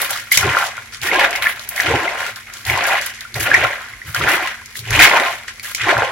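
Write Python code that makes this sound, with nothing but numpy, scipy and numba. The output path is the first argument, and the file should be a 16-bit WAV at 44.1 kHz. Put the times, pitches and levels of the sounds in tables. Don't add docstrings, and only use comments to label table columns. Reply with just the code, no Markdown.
import sys
import numpy as np
from scipy import signal
from scipy.fft import rfft, irfft, next_fast_len
from scipy.io import wavfile
from scipy.ndimage import uniform_filter1d
from numba import njit

SR = 44100
rng = np.random.default_rng(int(sys.argv[2]) if len(sys.argv) > 2 else 0)


def file_out(sig):
    cols = np.atleast_2d(sig).T
    lim = np.clip(cols, -1, 1)
    pcm = np.round(lim * 32767).astype(np.int16)
    wavfile.write(sys.argv[1], SR, pcm)


N = 269477

# start of the dig in seconds, rise in seconds, delay of the falling chunks
# and slop in seconds, hold of the hands in seconds, sag during the hold in dB per second, decay of the
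# hands' sounds in dB per second, levels of paste, chunks, slop on the bowl bottom, film crackle and glove
# rustle in dB, pitch of small pockets and of pockets between chunks a quarter second into the toss in Hz.
TOSS_ROWS = [(-0.2, 0.088, .05, 0.1, 13, 74, -17.5, -25.5, -24, -23.5, -25.5, 1840, 770),
             (0.319, 0.091, 0.039, .2, 21, 82, -19, -21, -30.5, -29.5, -40.5, 1730, 973),
             (1.007, 0.13, 0.026, 0.053, 22, 46, -16, -19, -23, -30.5, -40, 2030, 829),
             (1.747, 0.12, 0.043, 0.38, 32.5, 166, -16.5, -21.5, -29, -28.5, -39, 1865, 772),
             (2.638, 0.059, 0.014, 0.25, 3, 96, -19, -24.5, -35, -34, -45, 1996, 823),
             (3.337, 0.12, 0.023, .24, 3.5, 79, -20, -27, -37, -34, -40, 1760, 753),
             (4.136, 0.099, 0.018, 0.24, 17.5, 137, -18, -24, -28.5, -29, -37.5, 1750, 923),
             (4.833, 0.11, 0.038, 0.38, 26, 117, -15, -19, -24.5, -24, -31, 1920, 803),
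             (5.763, 0.043, 0.07, 0.24, 12.5, 74, -18.5, -19.5, -26.5, -31, -45.5, 1730, 725)]
# end of the rise in seconds, hold in seconds, levels of
# the table top, of the deep sway of the legs and of the slop in dB.
LANDING_ROWS = [(0.38, 0.018, -28, -52, -51), (0.45, 0.017, -17, -58, -23.5), (1.03, .01, -37, -56, -47),
                (1.129, .03, -52, -37, -28), (1.886, 0.072, -25, -54, -23.5),
                (2.692, 0.038, -23.5, -43, -36), (3.366, 0.046, -26.5, -43, -34),
                (3.522, 0.13, -34, -46, -30.5), (4.08, 0.018, -30, -52, -53), (4.2, 0.031, -20, -44, -31.5),
                (4.806, 0.047, -35, -55, -48), (4.91, 0.099, -21.5, -27, -36), (5.83, .02, -31, -40, -47),
                (5.963, 0.019, -23, -58, -45)]
STEP_S = 0.001
BIGGEST_DB = 12


def undb(db):
    return 10 ** (np.asarray(db) / 20)


def unit(x):
    return x / np.sqrt(np.mean(x ** 2))


def decay(x, t60):
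    return signal.lfilter([1], [1, -np.exp(-np.log(1000) / (t60 * SR))], x)


def colour(x, points):
    hz, db = np.transpose(points)
    size = next_fast_len(N)
    f = np.maximum(np.arange(size // 2 + 1) * SR / size, 1)
    gain = undb(np.interp(np.log(f), np.log(hz), db))
    return irfft(rfft(x, size) * gain, size)[..., :N]


def resonance(x, hz, width):
    return signal.lfilter(*signal.iirpeak(hz, hz / width, fs=SR), x)


def swell(start, rise, hold, fall_db, sag_db=0):
    dig_from_db = -22.5
    t = np.arange(0, N / SR, STEP_S) - start
    db = dig_from_db * np.clip(1 - t / rise, 0, 1) - sag_db * np.clip(t - rise, 0, hold)
    return (t > 0) * undb(db - fall_db * np.maximum(t - rise - hold, 0))


def together(shapes, db, rest_db):
    gain = np.sqrt(undb(db) ** 2 @ np.square(shapes) + undb(rest_db) ** 2)
    return np.interp(np.arange(N) / SR, np.arange(len(gain)) * STEP_S, gain)


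def kitchen():
    # frequency in Hz, relative gain in dB.
    air_points = [(15, -41), (25, 9), (102, 12), (175, -50), (223, 4), (451, -22), (1440, -4), (2160, 13.5),
                  (2910, -4.5), (11600, -11), (16000, -53)]
    # frequency in Hz, rms level in dB.
    hum_tones = [(108, -57), (226, -58)]
    air_db = -41.5
    mid, side = rng.standard_normal((2, N))
    side = colour(side, [(30, -30), (100, -8), (3000, -0.5)])
    air = unit(colour(mid + side * np.array([[1], [-1]]), air_points)) * undb(air_db)
    t = np.arange(N) / SR
    hum = sum(np.sqrt(2) * undb(db) * np.sin(2 * np.pi * hz * t) for hz, db in hum_tones)
    return air + hum


def room(x):
    t60_s, level_db = 0.12, -10
    t = np.arange(SR // 3) / SR
    tail = rng.standard_normal((2, len(t))) * np.exp(-np.log(1000) * t / t60_s) * (t > 0.002)
    tail = tail / np.sqrt(np.sum(tail ** 2, axis=1, keepdims=True))
    mid, side = signal.fftconvolve(x.mean(axis=0, keepdims=True), tail, axes=1)[:, :N]
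    side = colour(side, [(150, -6.5), (3500, 5.5)])
    return undb(level_db) * (mid + side * np.array([[1], [-1]]))


def thuds():
    # frequency in Hz, width of each of two passes in Hz, relative level in dB.
    table_modes = [(80.4, 17, -4), (112.4, 21.4, 0), (126, 29, -8.5)]
    sway_hz, sway_width_hz = 47.5, 16
    rise_s, fall_db_per_s = 0.043, 305
    full_s, hold, top_db, sway_db, _ = np.transpose(LANDING_ROWS)
    lands = [swell(at - rise_s, rise_s, h, fall_db_per_s) for at, h in zip(full_s, hold)]
    push = rng.standard_normal(N)
    top = 0
    for hz, width, db in table_modes:
        top = top + undb(db) * unit(resonance(resonance(push, hz, width), hz, width))
    sway = unit(resonance(resonance(push, sway_hz, sway_width_hz), sway_hz, sway_width_hz))
    return unit(top) * together(lands, top_db, -54) + sway * together(lands, sway_db, -56), lands


@njit
def ring(out, start, hz, cycles, glide, damp, size, turn):
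    for k in range(len(start)):
        length = int(cycles[k] * SR / hz[k])
        p = np.exp(2j * np.pi * hz[k] / SR - damp / length)
        bend = np.exp(2j * np.pi * hz[k] / SR * glide / length)
        z = 1 + 0j
        for i in range(min(length, out.shape[1] - start[k])):
            z, p = z * p, p * bend
            opening = np.sqrt(np.sin(np.pi * i / length))
            out[0, start[k] + i] += size[0, k] * opening * z.imag
            out[1, start[k] + i] += size[1, k] * opening * (z * turn[k]).imag
    return out


def pockets(s, hz, cycles, db, pan_db, lag, glide=0.21, damp=1.48):
    port_lag_s = 0.00006
    size = undb(db + np.array([pan_db, -pan_db]) / 2)
    turn = np.exp(2j * np.pi * hz * port_lag_s * lag)
    start = (s * SR).astype(np.int64)
    return ring(np.zeros((2, N)), start, hz, np.maximum(cycles, 2.), glide, damp, size, turn)


def swarm(kinds, s, favoured_hz):
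    out = 0
    for hz, pull, spread, cycles, rate, scatter_db, db in kinds:
        count = int(rate * N / SR)
        when = rng.random(count) * N / SR
        pitch, lag, pan = rng.standard_normal((3, count))
        size_db = np.minimum(scatter_db * rng.exponential(size=count), BIGGEST_DB)
        centre = hz * (np.interp(when, s, favoured_hz) / hz) ** pull
        tune = np.minimum(centre * 2 ** (spread * pitch), SR / 3)
        one = pockets(when, tune, np.full(count, 1. * cycles), size_db, 2.1 * pan, lag)
        out = out + undb(db) * unit(one)
    return unit(out)


def favoured(hz, sag):
    wander_oct = 0.081
    t = np.arange(0, N / SR, 0.01)
    start = np.transpose(TOSS_ROWS)[0]
    toss = np.searchsorted(start, t, side="right") - 1
    wander = unit(uniform_filter1d(rng.standard_normal(len(t)), size=5))
    return t, hz[toss] * 2 ** (wander_oct * wander - sag * (t - start[toss] - 0.25))


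def bunching(rate=45, scatter_db=19.5, t60=0.033):
    size_db = np.minimum(scatter_db * rng.exponential(size=N), BIGGEST_DB / 2)
    slips = (rng.random(N) < rate / SR) * undb(size_db)
    return unit(decay(slips, t60) + 1.1)


def slop(large):
    # centre in Hz, pull to the favoured pitch from 0 to 1, spread in octaves,
    # length in cycles, pockets per second, size scatter in dB, relative level in dB.
    slop_kinds = [(341.8, 0.091, 0.24, 8.6, 250, 2.3, 3), (220, 0.078, 0.33, 1, 130, 2.4, -10.5)]
    return swarm(slop_kinds, *large)


def crackle(points):
    ticks = (rng.random(N) < 400 / SR) * undb(3.2 * rng.exponential(size=N))
    puffs = decay(ticks, 0.0041) + 1.5
    return unit(colour(puffs * rng.standard_normal((2, N)), points))


def gloves(slips):
    # frequency in Hz, relative gain in dB.
    rustle_points = [(6000, -23), (9000, -8), (12000, -10), (16000, -11)]
    return unit(slips ** 0.81 * crackle(rustle_points))


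def films(slips, small):
    # frequency in Hz, relative gain in dB.
    crackle_points = [(1760, -39), (3000, -0.5), (3780, -5.5), (4730, -5.5), (5550, -4.5), (9000, -8.5),
                      (11700, -22), (19800, -120)]
    # centre in Hz, pull to the favoured pitch from 0 to 1, spread in octaves,
    # length in cycles, pockets per second, size scatter in dB, relative level in dB.
    film_kinds = [(5500, 0.18, 0.474, 8.3, 550, 5.6, 0)]
    return unit(slips ** 0.69 * (crackle(crackle_points) + 0.5 * swarm(film_kinds, *small)))


def snaps():
    # start in seconds, level in dB, centre in Hz.
    snap_rows = [(0.017, -4.5, 11700), (0.107, -5.5, 10800), (0.322, 1, 11600), (0.3576, -7, 6480),
                 (0.373, 11.5, 5740), (1.0155, -9.5, 4050), (1.3079, -11.5, 6830), (1.3587, -7, 4730),
                 (1.423, -6, 3730), (1.594, -11, 3980), (1.6894, -7, 15100), (1.7616, -9, 5270),
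                 (1.8036, -3, 4700), (2.359, -12.5, 4360), (2.537, -16, 6330), (2.651, -8.5, 4490),
                 (2.775, -10, 5400), (2.839, -8, 5800), (2.867, -12.5, 10800), (3.0131, -10, 5740),
                 (3.0615, -8.5, 11900), (3.2074, -11, 4030), (3.342, -8, 4200), (3.4047, -7, 5900),
                 (3.5426, -8, 5710), (4.146, -4, 4800), (4.6583, -17.5, 5800), (4.791, -11, 4200),
                 (4.9054, -6.5, 5930), (4.9571, -24, 4130), (4.9771, -11, 4310), (4.9926, -18, 5320),
                 (5.596, -15, 4240), (5.6436, -16, 6730), (5.7478, -1.5, 5460), (5.9783, -12.5, 4750)]
    t60_s = 0.021
    out = np.zeros((2, N + SR))
    t = np.arange(SR // 20) / SR
    shape = (1 - np.exp(-t / 0.0004)) * np.exp(-np.log(1000) * t / t60_s)
    for s, db, hz in snap_rows:
        noise = rng.standard_normal((2, len(t)))
        burst = resonance(noise, hz, 0.5 * hz) + 0.089 * noise
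        first = int(s * SR)
        out[:, first:first + len(t)] += undb(db) * shape * burst
    return out[:, :N]


def chunks(slips, large):
    # centre in Hz, pull to the favoured pitch from 0 to 1, spread in octaves,
    # length in cycles, pockets per second, size scatter in dB, relative level in dB.
    tumble_kinds = [(680, 0.97, 0.289, 10.4, 500, 4, -1.5), (839, 0.16, 0.395, 6.1, 600, 6.7, -1.5)]
    return unit(slips ** 0.037 * swarm(tumble_kinds, *large))


def pops():
    # start in seconds, level in dB, starting pitch in Hz, length in cycles.
    pop_rows = [(0.317, 2, 2070, 13.6), (0.3224, -7, 2030, 13), (0.3353, -4, 2140, 7.8),
                (0.3703, -9, 2130, 8.8), (0.3768, 5, 2210, 4.8), (0.428, -6.5, 1390, 11),
                (0.549, 0, 1600, 4.2), (0.569, 2.5, 1315, 5.2), (0.6257, -3.5, 1380, 5.5),
                (0.7792, -16.5, 1430, 7.8), (1.0856, -8.5, 1830, 24), (1.1144, -2.5, 2105, 12),
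                (1.1505, -7, 1606, 29), (1.2102, -2, 1710, 11), (1.242, -4.5, 1450, 5.6),
                (1.3533, -8.5, 2080, 24), (1.4225, -11, 2300, 7), (1.4426, -1, 2400, 2.5),
                (1.4592, -3.5, 1720, 31), (1.4692, 5.5, 1950, 4.2), (1.7208, -18.5, 1750, 5),
                (1.7782, -6.5, 2000, 6.9), (1.8, 3, 1870, 5.4), (2.0782, -6.5, 2050, 18),
                (2.262, -15, 1340, 8.9), (2.6983, -0.5, 2130, 7.3), (2.773, -9, 1000, 6.9),
                (2.835, -11, 1800, 19), (2.859, -13, 1620, 11), (2.9257, -4, 1520, 5),
                (3.251, -21, 1380, 9.2), (3.3587, -9, 2000, 5.3), (3.5147, 3.5, 1640, 9.6),
                (3.541, 4.5, 2190, 13.6), (3.546, 7.5, 1830, 12), (3.5624, -6, 2300, 5.1),
                (3.6478, -4, 1375, 8.2), (3.7315, -9, 1820, 6.7), (3.935, -19.5, 2040, 10),
                (4.017, -16.5, 1880, 8.7), (4.146, -8, 1420, 6.7), (4.161, -9, 1540, 7.3),
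                (4.2116, -6.5, 1260, 6.6), (4.2743, -1, 1790, 4.2), (4.2815, -1.5, 1380, 5.3),
                (4.296, -14, 1570, 6.2), (4.3118, -5, 1820, 5.5), (4.755, -13.5, 1860, 5.2),
                (4.9583, 2.5, 2560, 3.4), (4.9925, 10.5, 2230, 5), (5.113, -1, 2080, 4.9),
                (5.136, -1, 1120, 4.4), (5.5966, -17.5, 2200, 5.4), (5.6466, -19, 1650, 8.6),
                (5.7483, -8.5, 2220, 6.6), (5.8641, -11, 1790, 13), (5.892, 1, 1680, 2.6),
                (5.968, -1, 1370, 3.5), (6.0214, 2.5, 1450, 2.6)]
    when, db, hz, cycles = np.transpose(pop_rows)
    pan, lag = rng.standard_normal((len(pop_rows), 2)).T
    return pockets(when, hz, cycles, db, pan, lag, glide=0.048, damp=1.0)


def paste(slips, small):
    # centre in Hz, pull to the favoured pitch from 0 to 1, spread in octaves,
    # length in cycles, pockets per second, size scatter in dB, relative level in dB.
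    squelch_kinds = [(1870, 0.88, 0.23, 6.4, 1000, 5.5, -7.5), (1858, 0.4, 0.31, 5.45, 1100, 3.5, -4.5),
                     (3180, 0.21, 0.29, 3.3, 1100, 2.5, -11), (1760, 0.97, 0.31, 3.9, 180, 7.5, -8.5)]
    return unit(slips ** 0.6 * swarm(squelch_kinds, *small))


def steel_bowl(wet):
    # frequency in Hz, width in Hz, level relative to the wet sounds in dB.
    bowl_modes = [(585.3, 27, -2), (701, 13.6, 2.5), (910, 12, -34), (1054, 20.7, 1), (1430, 210, -14),
                  (2218, 39, -8.5)]
    return wet + sum(undb(db) * resonance(wet, hz, width) for hz, width, db in bowl_modes)


def scene():
    # start in seconds, hold in seconds, levels of paste, chunks,
    # film crackle and glove rustle in dB.
    grab_rows = [(0.01, 0.013, -30, -44, -42, -25.5), (0.095, 0.015, -36, -31, -25, -33),
                 (0.146, 0.035, -32, -44.5, -32, -42), (0.305, 0.088, -30, -47, -20.5, -26),
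                 (0.554, 0.076, -21, -27, -30.5, -34), (0.631, 0.027, -37, -30.5, -26, -37),
                 (0.757, 0.022, -34, -45, -45, -53), (0.915, 0.022, -35, -58, -31.5, -52),
                 (1.017, 0.062, -21.5, -35, -28.5, -30), (1.182, 0.047, -15, -22, -32, -37),
                 (1.342, 0.011, -22, -38, -35, -33), (1.409, 0.08, -20.5, -39, -35.5, -29.5),
                 (1.599, 0.019, -55, -54, -36, -40), (1.7, 0.086, -30, -40.5, -37, -36),
                 (1.749, 0.051, -23.5, -36, -32, -29), (2.166, 0.12, -24.5, -38.5, -32, -38.5),
                 (2.354, 0.023, -34.5, -53, -42, -43), (2.459, 0.034, -36.5, -52, -61, -58),
                 (2.524, 0.075, -40, -59, -37, -43), (2.653, 0.05, -27, -35, -29, -27.5),
                 (2.86, 0.016, -21, -23.5, -23, -27), (2.895, 0.036, -21.5, -19.5, -31.5, -34),
                 (2.942, 0.029, -18.5, -30, -36, -42), (3.001, 0.064, -28, -51, -29, -38),
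                 (3.135, 0.018, -34, -62, -36, -55), (3.2, 0.022, -36, -57, -49, -48),
                 (3.346, 0.014, -25.5, -29, -30.5, -32), (3.387, 0.037, -24, -52, -27.5, -26.5),
                 (3.522, 0.047, -17, -45, -28.5, -49), (3.604, 0.028, -19, -22.5, -46, -46),
                 (4.058, 0.044, -34, -55, -38.5, -37), (4.141, .03, -22.5, -36, -31, -30.5),
                 (4.272, 0.048, -14.5, -28, -30, -26), (4.741, 0.047, -62, -68, -32.5, -35),
                 (4.986, 0.05, -1.5, -24.5, -15, -18.5), (5.104, 0.057, -12.5, -15.5, -31.5, -40),
                 (5.212, 0.042, -18.5, -21.5, -40, -38), (5.466, 0.015, -29.5, -58, -32.5, -61),
                 (5.622, 0.07, -32, -55, -31, -32), (5.745, 0.013, -47, -58, -26, -37),
                 (5.874, 0.018, -16, -24, -37, -44), (5.97, .04, -35, -22, -53, -62)]
    grab_rise_s, grab_fall_db_per_s = 0.012, 392
    chunks_end_early_s, slop_ends_early_s = 0.024, 0.11
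    (s, rise, late, hold, sag_db, fall_db, paste_db, chunk_db, slop_db, film_db, glove_db,
     small_hz, large_hz) = np.transpose(TOSS_ROWS)
    grab_s, grab_hold, grab_paste_db, grab_chunk_db, grab_film_db, grab_glove_db = np.transpose(grab_rows)
    moves = list(zip(s, rise, late, hold, fall_db, sag_db))
    hands = [swell(a, r, h, f, g) for a, r, _, h, f, g in moves]
    grabs = [swell(a, grab_rise_s, h, grab_fall_db_per_s) for a, h in zip(grab_s, grab_hold)]
    falling = [swell(a + d, r, h - d - chunks_end_early_s, 1.38 * f, g) for a, r, d, h, f, g in moves]
    slopping = [swell(a + d, r, h - d - slop_ends_early_s, 1.68 * f, g) for a, r, d, h, f, g in moves]

    small, large = favoured(small_hz, 0.39), favoured(large_hz, 0)
    slips = bunching()
    wet = paste(slips, small) * together(hands + grabs, np.r_[paste_db, grab_paste_db], -48)
    wet = wet + chunks(slips, large) * together(falling + grabs, np.r_[chunk_db, grab_chunk_db], -60.5)
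    wet = wet + films(slips, small) * together(hands + grabs, np.r_[film_db, grab_film_db], -45)
    wet = wet + gloves(slips) * together(hands + grabs, np.r_[glove_db, grab_glove_db], -53)
    bowl = steel_bowl(wet + pops() + snaps())

    table, lands = thuds()
    land_slop_db = np.transpose(LANDING_ROWS)[4]
    bottom = slop(large) * together(slopping + lands, np.r_[slop_db, land_slop_db], -60)
    return bowl + room(bowl) + table + bottom + kitchen()


def record(dry):
    # frequency in Hz, gain in dB.
    mic_points = [(7000, -1), (8600, -5), (11600, 5), (13800, -3.5), (15200, 0)]
    bass_cut_hz, top_hz = 35, 15900
    bass_cut = signal.butter(2, bass_cut_hz, "high", fs=SR, output="sos")
    heard = signal.sosfilt(bass_cut, colour(dry, mic_points))
    top_cut = signal.ellip(10, 0.2, 80, top_hz, fs=SR, output="sos")
    return signal.sosfilt(top_cut, np.clip(heard, -1, 1))


dry = scene()
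out = record(dry)
file_out(out)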